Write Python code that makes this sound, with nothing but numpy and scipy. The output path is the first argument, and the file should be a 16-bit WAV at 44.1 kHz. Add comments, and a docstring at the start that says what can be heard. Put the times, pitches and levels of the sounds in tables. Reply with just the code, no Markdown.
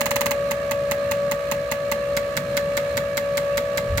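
"""Fuel injectors on a test bench

Two injectors fire in turn into a spray chamber, the first at 20 and then 5 shots a second, the second
at 5. Each shot is two impacts that set metal ringing: the needle opens, then snaps shut. Beneath, the
pump whines and throbs once per turn, fluid rushes, and a rumble swells on the microphone at the end."""
import sys
import numpy as np
from scipy import signal
from scipy.fft import rfft, irfft
from scipy.io import wavfile
from scipy.ndimage import uniform_filter1d

SR = 44100
rng = np.random.default_rng(int(sys.argv[2]) if len(sys.argv) > 2 else 0)


def put_to_file(sound):
    """Save the sound as 16-bit audio at rate SR, in the file named by the first command-line argument."""
    columns = np.atleast_2d(sound).T  # one column per channel
    safe = np.clip(columns, -1, 1)
    whole_steps = np.round(safe * 32767)
    wavfile.write(sys.argv[1], SR, whole_steps.astype(np.int16))


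N = 176400

# runs of shots: start_s, period_s, shot_count, injector_index, needle_open_s, tick_gain_db
SHOT_RUNS = [(.0075, .0502, 7, 0, .0055, 1.3), (.5099, .20075, 8, 0, .0052, -.4),
             (2.1665, .20088, 10, 1, .0053, 0)]
# spectral envelopes of the ticks: frequency_hz, open_left_db, open_right_db, close_left_db, close_right_db
FIRST_COLOUR = [(776, -2, 2, -12, 5), (820, 14, 9, 23, -6.5), (1160, 11, 21, 3, 14), (1460, -6, 0, 6.5, 10),
                (1810, -1, 13, 14, 7), (2000, 2, 13.5, 11, 9), (2790, -6, 3, 12.5, 11.5),
                (3780, -2, -10, -4.5, 7.5), (4120, -3, 7, -0.5, 8), (5830, -13, -7.5, 3, -1),
                (6360, 2.5, 14, -3.5, 4), (7530, -3.5, -1, 4, 7), (9400, -4.5, -15, -3.5, -6),
                (11000, 1.5, -7, 2, -6), (13000, -2, -5, 2.5, -6), (14200, 11, 2, 2, 0),
                (15400, -2, 6, -16, 4)]
SECOND_COLOUR = [(770, -6, 1, 8, -2), (890, -7, 5, 5, 21.5), (1200, -10, 5, 14, 6.5), (1470, 1, 9, 11, 19),
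                 (1750, 4, 15, 5, 11), (2080, -4, -1.5, 24, 10.5), (2750, -2, 4, -22, 9),
                 (3420, 5, 2, 14.5, 10.5), (3350, -22, -9, 0, -8), (3760, -11, 5, 8.5, 11.5),
                 (4750, -6, 7, 5.5, 4), (5800, -1, 5.5, 0, -2), (7150, 0, 6, 2.5, 8.5),
                 (9800, -4, -3, -2.5, -8.5), (11500, 2, -17, -1, -18), (13100, 5, 8, 4, 4),
                 (15500, 3, -14, -6, -23)]
# decay and strength of the ticks, a row per injector: open_t60_s, close_t60_s, open_db, close_db
TICK_SHAPES = [(.022, 0.041, 0.3, -1), (.026, 0.046, 0.1, -0.5)]
# modes struck as the needle closes: pitch_hz, left_db, right_db, t60_s
FIRST_CLACK = [(890, -31, -19, .036), (1070, -31, -20, .024), (2050, -27, -12, .022),
               (2600, -34, -20, .018), (3200, -35, -35, .03), (4020, -42, -33, .025),
               (7200, -35, -35, .022), (14200, -34, -34, .018)]
SECOND_CLACK = [(880, -48, -39, .05), (1720, -28, -18, .015), (2160, -24, -11, .012),
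                (3270, -39, -42, .025), (3960, -35, -32, .028), (4774, -42, -30, .028),
                (7350, -37, -32, .022), (13400, -34, -35, .018)]
# modes of the spray chamber: pitch_hz, level_db, t60_s
KNOCK_MODES = [(163, -52.5, 0.15), (233.2, -32.5, 0.11), (255, -34.5, 0.046)]
# envelope of the pump's whine: time_s, level_db
WHINE_ENVELOPE = [(0.0, -25), (0.09, -31), (0.13, -24.5), (0.24, -27), (0.42, -24), (0.58, -27.5),
                  (0.8, -24), (0.92, -25.5), (1.27, -23), (1.39, -28), (1.59, -25.5), (1.7, -29),
                  (1.9, -25.5), (2.06, -26.5), (2.12, -23.5), (2.43, -31.5), (2.55, -24), (3.19, -27),
                  (3.34, -23.5), (3.44, -25), (3.54, -22.5), (3.61, -25.5), (3.87, -27), (4.0, -30)]
# sidebands of the whine: shaft_multiple, left_db, right_db
THROB_SIDEBANDS = [(7, -48, -47), (8, -40, -38), (10, -38, -41), (11, -55, -52)]
# other harmonics of the shaft rate: shaft_multiple, left_db, right_db
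BUZZ_HARMONICS = [(1, -49, -49), (5, -57, -56), (6, -61, -57), (17, -58, -55), (18, -54, -37),
                  (22, -61, -57), (25, -68, -51), (26, -66, -43), (27, -55, -43), (36, -61, -46),
                  (39, -68, -57), (45, -68, -61)]
# spectral density of the flow noise: frequency_hz, left_db, right_db
RUSH_SPECTRUM = [(25, -95, -86), (40, -82, -78), (56, -63.5, -64), (83.5, -61.5, -61.5), (148, -57.5, -57),
                 (219, -63, -63.5), (360, -73, -75), (605, -61, -64), (740, -77.5, -70.5),
                 (1080, -75.5, -75.5), (1226, -68, -59), (1380, -75.5, -75.5), (1796, -77.5, -65),
                 (1850, -81, -69), (2330, -78, -72), (3300, -86.5, -78.5), (3970, -80.5, -79),
                 (5000, -90, -84), (7400, -87.5, -86), (9600, -90.5, -100), (12900, -88.5, -95.5),
                 (15500, -99, -97)]
# likeness of the flow noise in the two channels: frequency_hz, correlation
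RUSH_CORRELATION = [(60, 0.98), (200, 1), (500, 0.54), (1200, 0.13), (4000, 0.099), (14000, 0.036)]
# contour of the flow noise's bass, taken about its mean: time_s, level_db
BASS_CONTOUR = [(0.0, -38.5), (1.35, -37), (1.42, -47), (1.5, -35.5), (1.58, -40), (2.35, -38.5),
                (2.38, -32.5), (2.88, -39), (2.99, -34), (3.04, -37.5), (3.74, -39.5), (3.8, -34)]
# resonances excited by the flow: centre_hz, width_hz, left_db, right_db
PIPE_RESONANCES = [(1206, 23, -58, -50.5), (1766, 130, -56, -44.5), (2376, 120, -74, -62.5),
                   (2714, 120, -55, -51.5), (4163, 170, -58, -54.5)]
# envelope of the rumble on the microphone: time_s, level_db
RUMBLE_ENVELOPE = [(3.86, -70), (3.885, -28), (3.95, -24.5), (4.0, -29)]

IMPACT_SAMPLES, ATTACK_S = 8192, .0006
IMPACT_TIME_S, IMPACT_HZ = np.arange(IMPACT_SAMPLES) / SR, np.fft.rfftfreq(IMPACT_SAMPLES, 1 / SR)
SHOT_SPREAD_DB, CLOSE_JITTER_S = .5, .0001
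LOW_CUT_HZ, TREBLE_EDGE_HZ, TREBLE_T60_SHARE = 700, 12000, .57
ROOM_DELAY_S, ROOM_BUILD_S, ROOM_T60_S, ROOM_DB = .011, .008, .12, -15.5
SHAFT_HZ, SHAFT_WANDER_HZ, STROKES_PER_TURN = 63.19, .05, 9
THROB_TRIM_DB, THROB_WAVER_DB = -.46, 1.5
BUZZ_TRIM_DB, BUZZ_WAVER_DB, PHASE_WANDER_RAD = -1.5, 2, .2
RUSH_TRIM_DB, BASS_EDGE_HZ, HISS_PULSE_DEPTH, HISS_FLICKER_DB = -.37, 290, .24, .5
FLUTTER_DB, RUMBLE_BAND_HZ = 3, [41.3, 98]


def injectors():
    """Impact excitation: the needle ticks on opening, then ticks on closing with a clack and a knock."""
    out = np.zeros((2, N))
    colours = [at_hz(table, IMPACT_HZ) for table in (FIRST_COLOUR, SECOND_COLOUR)]
    bodies = rng.standard_normal((2, 2, 2, IMPACT_SAMPLES))  # injector, open or close, channel, sample
    for start_s, period_s, shot_count, which, open_s, run_db in SHOT_RUNS:
        open_t60, close_t60, open_db, close_db = TICK_SHAPES[which]
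        for shot_s in start_s + period_s * np.arange(shot_count):
            gain = from_db(SHOT_SPREAD_DB * rng.normal())
            opening = needle_tick(bodies[which, 0], colours[which][:2] + open_db + run_db, open_t60)
            closing = needle_tick(bodies[which, 1], colours[which][2:] + close_db + run_db, close_t60)
            closing += needle_clack((FIRST_CLACK, SECOND_CLACK)[which]) + chamber_knock()
            add(out, shot_s, gain * opening)
            add(out, shot_s + open_s + CLOSE_JITTER_S * rng.normal(), gain * closing)
    return out


def needle_tick(body, colour_db, t60):
    """Dense modes ring like decaying noise, a little different at each impact; the treble damps first."""
    t, hz = IMPACT_TIME_S, IMPACT_HZ
    struck = (body + .4 * rng.standard_normal(body.shape)) * np.minimum(t / ATTACK_S, 1)
    slow = rfft(struck * from_db(-60 * t / t60))
    fast = rfft(struck * from_db(-60 * t / (t60 * TREBLE_T60_SHARE)))
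    burst = fast + (slow - fast) / (1 + (hz / TREBLE_EDGE_HZ) ** 6)
    # dividing by the broad outline keeps the fine peaks and lets the colour set the envelope
    outline = np.sqrt(uniform_filter1d(abs(burst) ** 2, size=65))
    low_cut = (hz + 10) ** 3 / ((hz + 10) ** 3 + LOW_CUT_HZ ** 3)
    return irfft(burst * minimum_phase(from_db(colour_db) * low_cut / outline))


def needle_clack(modes):
    """Free vibration: the closing needle strikes modes that decay as damped sinusoids."""
    t, out = IMPACT_TIME_S, 0
    for k, (hz, left, right, t60) in enumerate(modes):
        envelope = from_db(stereo(left, right) + rng.normal() - 60 * t / t60)
        out += envelope * np.sin(2 * np.pi * hz * t) * (-1) ** k
    return np.minimum(t / ATTACK_S, 1) * out


def chamber_knock():
    """Impulse response: a puff of spray strikes the low modes of the chamber."""
    t = IMPACT_TIME_S
    return sum(from_db(db + rng.normal() - 60 * t / t60) * np.sin(2 * np.pi * hz * t)
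               for hz, db, t60 in KNOCK_MODES)


def room(sound):
    """Reverberation: reflections arrive after a short gap, build up and decay exponentially."""
    t = np.arange(SR // 2) / SR
    envelope = np.clip((t - ROOM_DELAY_S) / ROOM_BUILD_S, 0, 1) * from_db(-60 * t / ROOM_T60_S)
    tail = rng.standard_normal((2, len(t))) * envelope * from_db(ROOM_DB) / np.sqrt(np.sum(envelope ** 2))
    return signal.fftconvolve(sound, tail, axes=1)[:, :N]


def pump(shaft_rad):
    """Periodic forcing: the strokes whine, sidebands beat with them once a turn, other harmonics buzz."""
    whine_db = in_time(WHINE_ENVELOPE) + stereo(1.5, -.5)
    out = from_db(whine_db) * np.cos(STROKES_PER_TURN * shaft_rad)
    for multiple, left, right in THROB_SIDEBANDS:
        level_db = stereo(left, right) + THROB_TRIM_DB + THROB_WAVER_DB * drift(1.74)
        out -= from_db(level_db) * np.cos(multiple * shaft_rad + PHASE_WANDER_RAD * drift(1.8))
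    for multiple, left, right in BUZZ_HARMONICS:
        level_db = stereo(left, right) + BUZZ_TRIM_DB + BUZZ_WAVER_DB * drift(4.2)
        phase = multiple * shaft_rad + rng.uniform(0, 2 * np.pi) + PHASE_WANDER_RAD * drift(16)
        out += from_db(level_db) * np.cos(phase)
    return np.sqrt(2) * out


def fluid_rush(shaft_rad):
    """Amplitude-modulated flow noise: the bass heaves and the hiss pulses with the shaft."""
    hz = np.fft.rfftfreq(N, 1 / SR)
    mid, side = rfft(rng.standard_normal((2, N)))
    correlation = at_hz(RUSH_CORRELATION, hz)
    white = np.sqrt(1 + correlation) * mid + np.sqrt(1 - correlation) * side * stereo(1, -1)
    spectrum = white * from_db(at_hz(RUSH_SPECTRUM, hz) + RUSH_TRIM_DB) * np.sqrt(SR) / 2
    low_pass = 1 / (1 + (hz / BASS_EDGE_HZ) ** 6)
    bass_db = in_time(BASS_CONTOUR)
    bass = irfft(spectrum * low_pass) * from_db(bass_db - bass_db.mean())
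    pulse = 1 + HISS_PULSE_DEPTH * np.cos(shaft_rad)
    hiss = irfft(spectrum * (1 - low_pass)) * pulse * from_db(HISS_FLICKER_DB * drift(5.1))
    return bass + hiss


def pipe_flutter():
    """Resonance: flow through the pipes excites narrow bands, each swelling and fading on its own."""
    out = 0
    for hz, width, left, right in PIPE_RESONANCES:
        band = signal.butter(1, [hz - width / 2, hz + width / 2], "band", fs=SR, output="sos")
        noise = unit_rms(signal.sosfilt(np.vstack([band, band]), rng.standard_normal((2, N))))
        out += noise * from_db(stereo(left, right) + FLUTTER_DB * drift(12))
    return out


def microphone_rumble():
    """Narrow-band noise fluctuates in amplitude, so this low rumble sounds lumpy."""
    band = signal.butter(3, RUMBLE_BAND_HZ, "band", fs=SR, output="sos")
    return from_db(in_time(RUMBLE_ENVELOPE)) * unit_rms(signal.sosfilt(band, rng.standard_normal(N)))


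def from_db(db):
    """Decibels to amplitude ratio."""
    return 10 ** (np.asarray(db) / 20)


def stereo(left, right):
    """A column of one value per channel."""
    return np.array([[left], [right]])


def unit_rms(x):
    """Normalisation to unit mean power."""
    return x / np.sqrt(np.mean(x ** 2) + 1e-20)


def in_time(rows):
    """Linear interpolation of an envelope at every sample."""
    return np.interp(np.arange(N) / SR, *np.transpose(rows))


def at_hz(rows, hz):
    """Interpolation of each column of a spectrum in log frequency."""
    points, *columns = np.transpose(rows)
    return np.array([np.interp(np.log(hz + 1), np.log(points), column) for column in columns])


def drift(corner_hz):
    """Low-passed noise: a slow random movement of unit rms."""
    hop, settle = 40, 2000
    pole = np.exp(-2 * np.pi * corner_hz * hop / SR)
    noise = rng.standard_normal(N // hop + settle + 2)
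    slow = signal.lfilter([1], [1, -2 * pole, pole * pole], noise)[settle:]
    return np.interp(np.arange(N) / hop, np.arange(len(slow)), unit_rms(slow))


def minimum_phase(gain):
    """Folding the cepstrum gives a causal frequency response with these gains."""
    cepstrum = irfft(np.log(gain + 1e-9))
    half = cepstrum.shape[-1] // 2
    cepstrum[..., 1:half] *= 2
    cepstrum[..., half + 1:] = 0
    return np.exp(rfft(cepstrum))


def add(out, start_s, sound):
    """Superpose a sound from a given time on."""
    i = int(start_s * SR)
    part = sound[..., :max(out.shape[-1] - i, 0)]
    out[..., i:i + part.shape[-1]] += part


def scene():
    """Superposition: the shots and their reflections over the pump, the flow and the rumble."""
    shaft_rad = 2 * np.pi * np.cumsum(SHAFT_HZ + SHAFT_WANDER_HZ * drift(2)) / SR
    shots = injectors()
    return (shots + room(shots) + pump(shaft_rad) + fluid_rush(shaft_rad)
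            + pipe_flutter() + microphone_rumble())


def record(dry, cutoff_hz=15900):
    """Band limiting: a steep low-pass filter removes the highest treble."""
    return signal.sosfilt(signal.ellip(10, .2, 80, cutoff_hz, fs=SR, output="sos"), dry)


dry = scene()
out = record(dry)
put_to_file(out)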